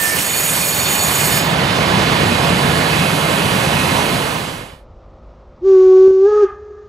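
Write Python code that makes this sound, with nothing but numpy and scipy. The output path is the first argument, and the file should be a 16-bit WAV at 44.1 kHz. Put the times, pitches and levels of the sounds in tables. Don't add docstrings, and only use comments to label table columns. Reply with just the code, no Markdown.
import sys
import numpy as np
from scipy import signal
from scipy.fft import rfft, irfft
from scipy.io import wavfile
from scipy.ndimage import uniform_filter1d

SR = 44100
rng = np.random.default_rng(int(sys.argv[2]) if len(sys.argv) > 2 else 0)


def master_out(mix):
    frames = np.transpose(np.atleast_2d(mix))
    ceiling = np.clip(frames, -1, 1)
    pcm = np.round(ceiling * 32767).astype(np.int16)
    wavfile.write(sys.argv[1], SR, pcm)


def to_linear_factor(level_db):
    exponent = np.asarray(level_db, float) / 20
    return 10 ** exponent


N = 303408
T = np.arange(N) / SR
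FREE_S = 1.55

# (frequency [Hz], density [dB per Hz])
ROLL_COLOUR = [(12, -57.5), (20, -30), (66, -6.5), (168, -1.5), (216, -6), (326, -7.5), (933, -10.5),
               (1040, -9.5), (2020, -16.5), (2520, -15), (4630, -22), (5470, -31), (9780, -22),
               (14800, -32.5)]
WHEEL_PITCHES = [165, 950, 1700, 2450, 2585, 2953, 4001, 4270, 4640, 4760, 5050, 5930, 6080, 6770, 7490,
                 9600, 14100]
# (width [Hz], level [dB])
WHEEL_MODES = [(60, -30), (54, -33), (60, -33.5), (59.7, -39.5), (40, -46.5), (80.8, -37.5), (30, -45),
               (40.05, -46), (40, -54), (40.1, -54.5), (50, -44.5), (70, -43.5), (121.5, -48), (80, -57),
               (150, -42.5), (400, -51), (250, -47.5)]
# (time [s], level [dB])
NEARNESS = [
    (0.0, -10),
    (0.3, -9),
    (0.55, -6),
    (0.75, -6.5),
    (1.1, -3),
    (1.9, 1),
    (2.7, 0.2),
    (3.2, -0.6),
    (4.0, -0.6),
]
# (time [s], level [dB], length [s])
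FLOOR_SURGES = [
    (0.13, 0, .08),
    (0.65, 4, .1),
    (1.83, 2.5, .08),
    (2.25, 2.5, .08),
    (2.55, 5, .03),
    (2.76, 2.5, .07),
    (3.15, 7, .04),
    (3.46, 3, .06),
    (3.9, 4, .08),
]
# (time [s], level [dB], length [s])
AXLE_SWELLS = [
    (1.79, 4, .05),
    (2.4, 5, .15),
    (3.0, 13, .13),
    (3.8, 12, .2),
]
# (frequency [Hz], density [dB per Hz])
FLANGE_COLOUR = [(1500, -9.5), (2500, -6.5), (4040, -13.5), (5620, -15.5), (6850, -13), (8500, -7),
                 (11000, -12.5), (14000, -11.5), (15750, -22), (15800, -86)]
# (time [s], level [dB])
FLANGE_GRIP = [
    (0.0, 0.5),
    (0.2, 2.2),
    (0.33, -2),
    (0.53, 4),
    (0.62, 1),
    (1.05, 0),
    (1.39, 2),
]
SQUEAL_PITCHES = [6861, 6800, 13730, 11290, 7811, 4427, 2420, 3600, 8852, 9309, 10515, 6017, 9652, 11900,
                  5056, 7903]
# (width [Hz], level under the squeal [dB])
SQUEAL_MODES = [(12, -1.5), (13.71, -4), (14, -2.5), (20, -6), (12, -7.5), (24, -2.5), (40, -3.5), (50, -5),
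                (13.81, -11.5), (35, -11), (14.28, -18), (40, -23), (18, -20), (60, -21.5), (40, -16.5),
                (20.15, -17)]
# (time [s], pitch [Hz], level [dB], length [s])
FLANGE_BITES = [(.36, 4440, -30, .04), (.74, 4430, -32, .09), (1.0, 4430, -32, .05), (.63, 2430, -29, .04),
                (1.22, 2440, -29, .04), (1.39, 2480, -29, .03), (.14, 2280, -30, .05),
                (1.34, 1760, -28, .04), (1.39, 5060, -33, .07), (1.35, 3620, -31, .06),
                (1.5, 3620, -32, .06), (1.7, 3640, -31, .07)]
# (frequency [Hz], left over right [dB], likeness [0-1], left leads by [rad])
PAIR = [(30, -.2, .5, -.2), (70, .6, .88, -.2), (150, .8, .98, -.3), (300, -.5, .97, -.75),
        (500, -4, .93, -1), (800, -7, .88, -1.25), (1200, -11, .5, -1.2), (1750, -12, .35, 0),
        (2200, -10, .5, .8), (4000, -7, .7, 1), (5500, -1, .72, .6), (6000, 0, 1, 0), (7400, 0, 1, 0),
        (9000, -5, 1, 0), (13000, -5, 1, 0), (15500, 0, 1, 0)]
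# (low [Hz], high [Hz], share lost in the squeal [0-1], share lost after [0-1])
TREBLE_DROPOUTS = [(13250, 13600, .0, .12), (14100, 14500, .35, .08), (14500, 15000, .5, .25),
                   (15000, 15400, .55, .85), (15400, 15750, .6, .98)]
# (frequency [Hz], density [dB per Hz])
FIELD_COLOUR = [(15, -17.5), (28, -8), (55, 1), (120, -15), (200, -18.5), (431, -23), (590, -20.5),
                (733, -25), (1280, -27.5), (1590, -39), (5710, -51.5), (8000, -63.5), (8600, -110)]
# (multiple of its pitch, width [Hz], level [dB])
FIELD_HUM = [(1, .5, -14), (2, .5, -22), (7, .3, -23), (8, .3, -27), (9, .3, -24), (10, .3, -16),
             (11, .3, -18), (12, .4, -21), (13, .4, -25), (15, .5, -25), (23.5, 25, -27)]
# (time [s], pitch [Hz])
WHISTLE_PITCH = [
    (5.69, 387),
    (5.78, 375),
    (5.97, 375.5),
    (6.07, 381),
    (6.2, 381),
    (6.25, 396),
    (6.285, 421),
    (6.42, 417),
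    (6.465, 370),
]
# (time [s], level [dB], length [s])
FALTERS = [
    (5.7, -.7, .04),
    (5.835, -.5, .03),
    (6.16, -1.1, .08),
    (6.275, 1.2, .015),
    (6.312, -3.5, .014),
    (6.385, -1.2, .015),
]
# (level on the low note [dB], level on the high note [dB])
PARTIALS = [
    (-39, -30.5),
    (-37.5, -27.5),
    (-48, -38.5),
]
# (time [s], level [dB], length [s])
LEANS = [
    [(5.94, 4, .1), (6.275, 3, .03), (6.4, 3, .03)],
    [(5.9, 3.5, .12), (6.27, -4, .03), (6.36, 6, .06)],
    [(6.05, 3, .08), (6.255, 4, .02), (6.33, 7, .025), (6.44, 7, .015)],
]
# (frequency [Hz], density [dB per Hz])
STEAM_COLOUR = [(1000, -27), (1700, -5.5), (2220, -6.5), (2490, -7), (6720, -9), (7670, -22.5), (9000, -70),
                (11700, -107), (19800, -120)]
# (delay [s], level [dB])
ECHOES = [
    (.031, -32),
    (0.065, -26),
    (.1, -33.5),
]
# (multiple, level [dB])
FAR_OVERTONES = [(1.9, -12), (2, -8), (2.91, -2), (3, 1), (4, -7), (4.33, -14), (5, -19), (6, -25)]
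# (frequency [Hz], density [dB per Hz])
FLARE_COLOUR = [(500, -26), (900, -6.5), (1500, 10.5), (2300, -3.5), (3200, -5.5), (5000, -35.5)]
# (time [s], change [dB])
GAIN_STEPS = [
    (6.0806, -2.5),
    (6.11, -2.5),
]


def rms_one(x):
    return x / np.sqrt(np.mean(x ** 2) + 1e-20)


def in_time(rows):
    s, *columns = np.transpose(rows)
    return [np.interp(T, s, c) for c in columns]


def at_hz(points, hz):
    f, *columns = np.transpose(points)
    return [np.interp(np.log(hz + 1), np.log(f), c) for c in columns]


def ramp(start_s, length_s):
    return np.clip((T - start_s) / length_s, 0, 1)


def after(start_s):
    return np.maximum(T - start_s, 0)


def opening(start_s, length_s):
    return 20 * np.log10(np.sin(np.pi / 2 * ramp(start_s, length_s)) ** 2 + 1e-5)


def swells(rows):
    return sum(db * np.exp(-((T - s) / length) ** 2) for s, db, length in rows)


def drift(rate):
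    r = np.exp(-80 * np.pi * rate / SR)
    slow = signal.lfilter([1], [1, -2 * r, r * r], rng.standard_normal(N // 40 + 2002))[2000:]
    return np.interp(np.arange(N) / 40, np.arange(len(slow)), rms_one(slow))


def coloured(spectrum, channels, ripple_db=0):
    hz = np.fft.rfftfreq(N, 1 / SR)
    ripple = np.interp(hz, np.arange(500) * 45, rng.standard_normal(500))
    shape_db = at_hz(spectrum, hz)[0] + ripple_db * ripple * np.clip(hz / 2500, 0, 1)
    noise = rng.standard_normal((channels, N))
    return rms_one(irfft(rfft(noise) * to_linear_factor(shape_db), N))


def bands(x, edges_hz, patchy_db, rate):
    spectrum, hz = rfft(x), np.log(np.fft.rfftfreq(N, 1 / SR) + 1)
    shares = [np.interp(hz, np.log(edges_hz), row) for row in np.eye(len(edges_hz))]
    return [irfft(spectrum * share, N) * to_linear_factor(patchy_db * drift(rate)) for share in shares]


def resonance(hz, width_hz, flicker_db):
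    r = np.exp(-np.pi * width_hz / SR)
    poles = [1, -2 * r * np.cos(2 * np.pi * hz / SR), r * r]
    ringing = signal.lfilter([1, 0, -1], poles, rng.standard_normal((2, N)))
    return rms_one(ringing * to_linear_factor(flicker_db * drift(2.8)))


def sung(hz, width_hz, flicker_db):
    wander = np.sqrt(2 * np.pi * width_hz / SR) * rng.standard_normal(N)
    phase = np.cumsum(2 * np.pi * hz / SR + wander)
    return np.sqrt(2) * to_linear_factor(flicker_db * drift(24.0)) * np.array([np.sin(phase), np.cos(phase)])


def rolling():
    near_db, surge_db = in_time(NEARNESS)[0], swells(FLOOR_SURGES)
    rumble_db = -21.5 + 1.45 * near_db + 0.42 * surge_db
    roll_db = -19.5 + 1.02 * near_db
    hiss_db = -36 + 6.5 * ramp(1.35, 1.63)
    body = coloured(ROLL_COLOUR, channels=2, ripple_db=2.5)
    body = body + sum(to_linear_factor(db + 14.5) * resonance(hz, width, 4.0)
                      for hz, (width, db) in zip(WHEEL_PITCHES, WHEEL_MODES))
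    parts = bands(body, np.geomspace(40, 14000, 12), patchy_db=0.43, rate=5.3)
    low, middle, high = sum(parts[:5]), sum(parts[5:10]), sum(parts[10:])
    axle = to_linear_factor(-36 + swells(AXLE_SWELLS)) * ramp(1, 1) * resonance(2570, 85, .8)
    boom_db = -22.5 + 2.3 * near_db + surge_db - 4
    boom = to_linear_factor(boom_db) * resonance(160, 45, 0.6) * to_linear_factor(2.5 * drift(8.1))
    throb = to_linear_factor(1.2 * drift(31.0))
    rumble = throb * to_linear_factor(rumble_db - 0.65) * rms_one(low)
    roll = throb ** 0.333 * to_linear_factor(roll_db + 4.5) * rms_one(middle)
    return rumble + roll + to_linear_factor(hiss_db) * rms_one(high) + axle + boom


def flange():
    let_go_s = 1.377
    grip_db, = in_time(FLANGE_GRIP)
    hiss_db = -20 + grip_db - 18 * ramp(let_go_s, 0.063)
    squeal_db = -28.5 - grip_db + 10.5 * (ramp(.1, 0.21) - 1)
    squeal_db = squeal_db - 95.5 * after(let_go_s)
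    touching = np.clip((FREE_S - T) / 0.032, 0, 1)
    hiss = sum(bands(coloured(FLANGE_COLOUR, channels=2, ripple_db=2.0),
                     [3000, 5000, 7590, 10500, 13870], patchy_db=2.0, rate=9.0))
    modes = sum(to_linear_factor(db) * sung(hz, width, 3.6)
                for hz, (width, db) in zip(SQUEAL_PITCHES, SQUEAL_MODES))
    low_db = -26.5 - 17 * ramp(.155, .02) + 2.5 * drift(35.0)
    low_tone = to_linear_factor(low_db + 7.5) * np.clip((.45 - T) / .1, 0, 1) * sung(1782, 4.0, 1.6)
    rubbing = to_linear_factor(hiss_db - 0.5) * hiss * to_linear_factor(.8 * drift(40.0))
    return touching * (rubbing + to_linear_factor(squeal_db) * modes) + low_tone


def bites():
    return sum(to_linear_factor(db) * np.exp(-((T - s) / length) ** 2) * sung(hz, 25, 4)
               for s, hz, db, length in FLANGE_BITES)


def microphone_pair(sources):
    direct, scattered = rfft(sources)
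    left_db, alike, lead = at_hz(PAIR, np.fft.rfftfreq(N, 1 / SR))
    alike = np.clip(alike, 0, 1)
    shared = alike * np.exp(1j * lead) * direct
    left = to_linear_factor(left_db) * (shared + np.sqrt(1 - alike ** 2) * scattered)
    return irfft(np.array([left, direct]), N)


def treble_dropouts(x):
    hz = np.fft.rfftfreq(N, 1 / SR)
    spectrum = rfft(x) * (hz < TREBLE_DROPOUTS[-1][1])
    x = irfft(spectrum, N)
    for low, high, early, late in TREBLE_DROPOUTS:
        chance = np.repeat(rng.random(N // 2048 + 1), 2048)[:N]
        off = uniform_filter1d(1. * (chance < np.where(T < FREE_S, early, late)), size=700)
        x = x - off * irfft(spectrum * ((hz >= low) & (hz < high)), N)
    return x


def field():
    hum_hz = 52.1
    hum = sum(to_linear_factor(db) * sung(k * hum_hz, width, 1)[0] for k, width, db in FIELD_HUM)
    air = coloured(FIELD_COLOUR, channels=1)[0] + to_linear_factor(-7 * ramp(5.7, .6)) * hum
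    wind, drone, *still = bands(air, [32, 70, 150, 600, 3000], patchy_db=0.5, rate=6.1)
    wind = wind * to_linear_factor(-6.5 * np.clip(T - 5, 0, 2))
    drone = drone * to_linear_factor(-2 + 5.5 * ramp(5.8, 1.0))
    return to_linear_factor(-40.5) * (wind + drone + sum(still))


def whistle():
    open_s, shut_s = 5.59, 6.447
    hz = in_time(WHISTLE_PITCH)[0] - 82 * (1 - ramp(open_s, .065))
    valve_db = opening(open_s + .015, .1) - 850 * after(shut_s)
    overblown = np.clip((hz - 395) / 25, 0, 1)
    bright = np.clip((hz - 386) / 14, 0, 1)
    bell_db = 4.6 * ramp(open_s, 1) * np.exp(-((hz - 399) / 14) ** 2)
    creep_db = 5.2 * np.clip(T - open_s, 0, .42)
    tone_db = -7.0 + valve_db + creep_db + bell_db - 1.5 * overblown + swells(FALTERS)
    partials_db = [low + (high - low) * bright + swells(leans) + 1.6 * valve_db
                   for (low, high), leans in zip(PARTIALS, LEANS)]
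    phase = 2 * np.pi * np.cumsum(hz * (1 + .001 * drift(30.0))) / SR
    tone = np.sqrt(2) * to_linear_factor(tone_db + (.1 + .7 * overblown) * drift(45.0)) * np.sin(phase)
    overtones = sum(np.sqrt(2) * to_linear_factor(db + (1.9 + 1.1 * overblown) * drift(28.0))
                    * np.sin((k + 2) * phase + 0.27 * drift(27.0))
                    for k, db in enumerate(partials_db))
    lingering = to_linear_factor(-62.5) * (1 + 2.5 * np.exp(-after(shut_s) / .05)) * ramp(shut_s - .05, .05)
    steam_level = to_linear_factor(-45.5 + 4 * bright + 1.15 * valve_db) + lingering
    steam = steam_level * coloured(STEAM_COLOUR, channels=1)[0]
    direct = tone + overtones + (T > open_s) * steam
    return direct + sum(to_linear_factor(db) * np.roll(direct, round(lag * SR)) for lag, db in ECHOES)


def far_echo():
    start_s, high_hz, low_hz = 6.28, 419, 384
    end_db = -95 * after(6.8)
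    tone_db = -36 + opening(start_s, .12) + 5 * ramp(6.56, .04) + end_db
    flare_db = opening(start_s, .09) - 16 * ramp(6.49, .14) + .8 * end_db
    phase = 2 * np.pi * high_hz * T
    tone = to_linear_factor(1.5 * drift(22.0)) * np.sin(phase + .3 * drift(22.0))
    low = to_linear_factor(-10 + 2.5 * drift(15.0)) * np.sin(2 * np.pi * low_hz * T + .5 * drift(15.0))
    overtones = sum(to_linear_factor(db + 2.6 * drift(35.0)) * np.sin(.992 * k * phase + 1.1 * drift(35.0))
                    for k, db in FAR_OVERTONES)
    breath = to_linear_factor(-54 + 1.6 * flare_db + 11.5) * coloured(FLARE_COLOUR, channels=1)[0]
    return np.sqrt(2) * (to_linear_factor(tone_db) * (tone + low) + to_linear_factor(-33 + flare_db) * overtones) + breath


def scene():
    fade_s = 3.942
    fade = to_linear_factor(1.19) * np.abs(np.cos(np.pi / 2 * ramp(fade_s, .93))) ** 1.96
    bass_cut = signal.butter(2, 60, "high", fs=SR, output="sos")
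    coaches = signal.sosfilt(bass_cut, microphone_pair(rolling() + flange() + bites()))
    limited = 1.306 * np.tanh(coaches / 1.295)
    gain = to_linear_factor(sum(db * ramp(s, .0006) for s, db in GAIN_STEPS))
    quiet_spot = gain * (whistle() + far_echo() + field())
    return fade * treble_dropouts(limited) + ramp(fade_s, 0.78) * quiet_spot


def roll_off(x):
    return signal.sosfilt(signal.butter(12, 16190, fs=SR, output="sos"), x)


def record(dry):
    return roll_off(dry)


dry = scene()
out = record(dry)
master_out(out)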